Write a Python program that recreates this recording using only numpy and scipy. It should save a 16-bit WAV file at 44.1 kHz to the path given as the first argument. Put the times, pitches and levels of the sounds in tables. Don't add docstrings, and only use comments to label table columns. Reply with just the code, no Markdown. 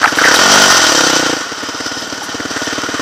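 import sys
import numpy as np
from scipy import signal
from scipy.io import wavfile
from scipy.ndimage import uniform_filter1d

SR = 44100
rng = np.random.default_rng(int(sys.argv[2]) if len(sys.argv) > 2 else 0)


def nominal_scale(level):
    x = np.asarray(level, float) / 20
    return 10 ** x


def dump(signal):
    limited = np.clip(np.atleast_2d(signal).T, -1, 1)
    pcm = np.round(limited * 32767).astype(np.int16)
    wavfile.write(sys.argv[1], SR, pcm)


N = 132741


def rms_one(x):
    return x / np.sqrt(np.mean(x ** 2) + 1e-20)


def in_time(rows):
    s, *columns = np.transpose(rows)
    return [np.interp(np.arange(N) / SR, s, column) for column in columns]


def butter(x, order, hz, kind):
    return signal.sosfilt(signal.butter(order, hz, kind, fs=SR, output="sos"), x)


def resonance(x, hz, width_hz):
    r = np.exp(-np.pi * width_hz / SR)
    zeros = (1 - r * r) / 2 * np.array([1, 0, -1])
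    poles = [1, -2 * r * np.cos(2 * np.pi * hz / SR), r * r]
    return signal.lfilter(zeros, poles, x + 1e-18)


def late(x, delay_s):
    return np.interp(np.arange(N) - delay_s * SR, np.arange(N), x, left=0)


def drift(rate_hz):
    r = np.exp(-2 * np.pi * rate_hz * 40 / SR)
    slow = signal.lfilter([1], [1, -2 * r, r * r], rng.standard_normal(N // 40 + 502))
    slow = rms_one(slow[500:])
    return np.interp(np.arange(N) / 40, np.arange(len(slow)), slow)


def marks(cycle, lead_s, spread_db):
    at = np.flatnonzero(np.diff(np.floor(cycle)) > 0)
    clicks = np.zeros(N)
    clicks[np.clip(at - int(lead_s * SR), 0, N - 1)] = nominal_scale(spread_db * rng.standard_normal(len(at)))
    return clicks


# start_s, firings_per_s
SPEED = [(0.0, 17.52), (0.149, 19.69), (0.292, 32.98), (0.348, 39.16), (0.453, 47.82), (0.541, 50.42),
         (0.661, 48.49), (0.894, 36.71), (1.065, 32.1), (1.337, 28.7), (1.472, 15.97), (1.518, 17.97),
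         (1.835, 17.16), (1.977, 19.58), (2.348, 17.52), (2.411, 19.82), (2.445, 17.99), (3.01, 18.88)]
# start_s, clatter_db, exhaust_db, sharpness (of the thud, 0-1), ground_echo_ms
THROTTLE = [(0, -18.5, -5, 0.1, 3.9), (.13, -15, 0.5, 0.21, 3.35), (.25, -11, 3, 0.38, 4.5),
            (.4, -9.5, 2, 0.27, 3.3), (.6, -7, 1.9, 0.5, 3.57), (.78, -9.5, 0, 0.11, 3),
            (1.0, -10.5, 3, 0.49, 3.5), (1.33, -14.5, 1.7, 0.36, 3.6), (1.5, -20.5, -4, .2, 3.8),
            (2.0, -21.5, -5, 0.04, 3.7), (2.12, -22.5, -4, 0.12, 3.4), (2.4, -22, -2.5, 0.04, 3.6),
            (2.62, -18.5, -1.5, 0.16, 3.2), (3.01, -18.5, 0.3, 0.2, 3.4)]
# start_s, loss_db
MISFIRES = [
    (1.367, 5),
    (1.409, 8),
    (1.461, 12),
    (1.575, 9),
    (1.745, 4),
    (2.02, 4.5),
    (2.072, 6),
    (2.179, 5.5),
    (2.234, 11),
    (2.289, 3.5),
]


def engine():
    speed, = in_time(SPEED)
    cycle = -.277 + np.cumsum(speed) / SR
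    clatter_db, exhaust_db, sharp, ground_ms = in_time(THROTTLE)
    sharp, t = np.clip(sharp, 0, 1), np.arange(N) / SR
    loss = sum(loss_db * (np.abs(t - s) < .012) for s, loss_db in MISFIRES)
    strength = nominal_scale(-loss)
    fired = marks(cycle, lead_s=.0015, spread_db=.6) * strength * nominal_scale(exhaust_db)
    pipe = exhaust(fired, sharp, speed, ground_ms / 1000)
    return pipe + nominal_scale(clatter_db) * clatter(cycle, strength, sharp)


def thud(clicks, hz, width_hz, level_db, delay_s):
    for _ in range(3):
        clicks = resonance(clicks, hz, width_hz)
    return -nominal_scale(level_db) * late(clicks, delay_s) * SR / width_hz


# hz, width_hz, level_db, delay_s, ground_gain, return_gain, second_return_gain
SOFT_THUD = (250, 390, -13.5, 0, .37, -.65, .27)
SHARP_THUD = (250, 720, -10, .0005, .65, -1.25, .42)


def exhaust(fired, sharp, speed, ground_s):
    fast = (speed / speed.max()) ** 4
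    hot = 1 - .2 * (speed - speed.min()) / np.ptp(speed) * (1 - fast)
    header = thud(fired * fast, hz=620, width_hz=190, level_db=-19, delay_s=.005)
    airbox = thud(fired * fast, hz=190, width_hz=290, level_db=-16, delay_s=.0043)
    bark = thud(fired * fast, hz=880, width_hz=420, level_db=-12.5, delay_s=.002)
    boom = thud(fired * (1 - 1.5 * sharp), hz=62, width_hz=192, level_db=-25.5, delay_s=.002)
    push = thud(fired * sharp * (1 - fast), hz=164.5, width_hz=134, level_db=-18, delay_s=.002)
    out = header + airbox + bark - boom - push
    for share, (*voice, ground, back, again) in ((1 - sharp, SOFT_THUD), (sharp, SHARP_THUD)):
        direct = thud(fired * share, *voice)
        out += direct + ground * late(direct, ground_s)
        out += back * late(direct, .0056 * hot) + again * late(direct, .0106 * hot)
        out += -.9 * fast * late(direct, .0067)
    return out - sharp * (1 - fast) * butter(out, 2, 95, "low")


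# pitch_hz, level_db (per Hz)
CLATTER = [
    (60, -7),
    (300, -5),
    (700, -13),
    (1300, -8),
    (2300, -17.5),
    (6000, -16.5),
    (9500, -47),
    (15000, -34),
]
# pitch_hz, width_hz, boost_db
BODY = [
    (626, 67, 5),
    (880, 320, 2.5),
    (1452, 73, 11.5),
    (1824, 31, 8.5),
    (3090, 174, 9.5),
    (3814, 170, 2.5),
    (4620, 145, 4),
    (4920, 100, 3),
    (5990, 540, 10.5),
    (7500, 240, 4),
]
# start_s, level_db (above 2.5 kHz)
INTAKE = [
    (0, -2.5),
    (.3, -0.5),
    (.6, 1.2),
    (.8, 2),
    (1.05, 2),
    (1.3, 0),
    (1.6, -0.9),
    (2.1, 1.2),
    (2.4, -.5),
    (3.01, -1.3),
]


def clatter(cycle, strength, sharp):
    beats = .95 * strength * marks(cycle, 0, spread_db=2.5) + .2 * marks(cycle + .5, 0, spread_db=2.5)
    decay = np.exp(-1 / (.009 * SR))
    gate = 1 + signal.lfilter([1], [1, -decay], uniform_filter1d(beats, size=80))

    ticks_per_s, tick_db, patchy_db = 1500, -2.5, .94
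    ticks = (rng.random(N) < ticks_per_s / SR) * rng.standard_normal(N)
    ticks = ticks * nominal_scale(1.94 * rng.exponential(1, N))
    white = rng.standard_normal((2, N)) + nominal_scale(tick_db) * rms_one(ticks)

    out, together = 0, drift(8.0)
    edges = 45 * 2 ** np.arange(0, 8.6, .5)
    hz, level_db = np.transpose(CLATTER)
    for k, (low, high) in enumerate(zip(edges, edges[1:])):
        band = butter(white[k % 2], 2, [low, high], "band")
        colour_db = np.interp(np.log(low * high) / 2, np.log(hz), level_db)
        out = out + band * nominal_scale(colour_db + patchy_db * (.72 * together + drift(27.6)))

    for hz, width_hz, boost_db in BODY:
        out = out + (nominal_scale(boost_db) - 1) * resonance(out, hz, width_hz)
    intake_db, = in_time(INTAKE)
    out += (nominal_scale(intake_db) - 1) * butter(out, 2, 2500, "high")
    out += (nominal_scale(-10 * sharp) - 1) * resonance(out, 750.0, 600.0)
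    return butter(rms_one(gate) * rms_one(out), 4, 560, "high")


# start_s, peak_db, ring_t60_s, pitch_hz
KNOCKS = [(0.0302, 4, 0.019, 1450), (0.04, 7.5, 0.063, 1395), (.043, -10.5, 0.065, 845),
          (.058, 2.5, 0.0067, 1600), (0.075, -3, 0.078, 1490), (0.153, -7, .008, 4000),
          (0.186, 0.5, 0.055, 1480), (0.207, -1, 0.17, 1370), (.238, 2, 0.059, 1780), (.255, 0, 0.11, 1740),
          (0.272, 0, 0.11, 1540), (0.311, -1, 0.017, 1450), (.34, 0.5, 0.042, 1600),
          (.358, -1.5, 0.033, 3770), (.388, -3.5, 0.067, 1380), (2.217, -15, 0.033, 815),
          (2.403, -11, 0.022, 1460), (2.567, -9, 0.052, 1480)]


def knocks():
    out, t = np.zeros(N + SR), np.arange(SR // 8) / SR
    for s, peak_db, t60, hz in KNOCKS:
        puff = rng.standard_normal(len(t)) * nominal_scale(-60 * t / t60)
        width_hz = hz / 5 if hz > 1000 else hz / 10
        ring = resonance(resonance(puff, hz, width_hz), hz, hz / 2)
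        if hz > 1000:
            ring += .34 * resonance(resonance(puff, .584 * hz, 370.0), .54 * hz, 390.0)
        crack = nominal_scale(-21) * resonance(puff, 2300.0, 2100.0)
        start = int(s * SR)
        out[start:start + len(t)] += nominal_scale(peak_db) * (ring / np.abs(ring).max() + crack)
    return out[:N]


# start_s, length_s, level_db
LEAVES = [
    (0.043, 0.08, -34.5),
    (0.15, 0.057, -29),
    (0.206, .075, -30.5),
    (0.33, 0.053, -23),
    (2.0, 0.021, -37),
    (2.224, 0.042, -33),
    (2.637, .03, -37),
]


def leaves():
    t, shape = np.arange(N) / SR, 0
    for s, length, level_db in LEAVES:
        shape = shape + nominal_scale(level_db) * np.sin(np.pi * np.clip((t - s) / length, 0, 1)) ** .5
    crackle = rng.standard_normal(N) * nominal_scale(2.4 * drift(150.0))
    return shape * rms_one(butter(crackle, 1, [4000, 11000], "band"))


def chain_whine():
    start, end, t = 1.45, 2.05, np.arange(N) / SR
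    swell = np.clip((t - start) / (end - start), 0, 1) ** .5 * np.clip((end - t) / .027, 0, 1)
    tone = resonance(resonance(rng.standard_normal(N), 5100, 160), 5100, 160)
    return nominal_scale(-30) * swell * rms_one(tone)


def tyre_rumble():
    clatter_db = in_time(THROTTLE)[0]
    rumble = resonance(resonance(rng.standard_normal(N), 220.0, 500.0), 220.0, 500.0)
    return rms_one(rumble) * nominal_scale(-37 + .16 * (clatter_db + 24) + 1.3 * drift(12.0))


def scene():
    return (engine() + knocks() + leaves() + chain_whine() + tyre_rumble())[None]


def roll_off(x):
    return signal.sosfilt(signal.butter(12, 15600, fs=SR, output="sos"), x)


def record(dry):
    x = butter(dry, 2, 40, "high")
    x = x / (1 + np.abs(x) ** 16) ** (1 / 16)
    x = signal.sosfilt(signal.cheby2(10, 45, 15900, fs=SR, output="sos"), x)
    return roll_off(x)


dry = scene()
out = record(dry)
dump(out)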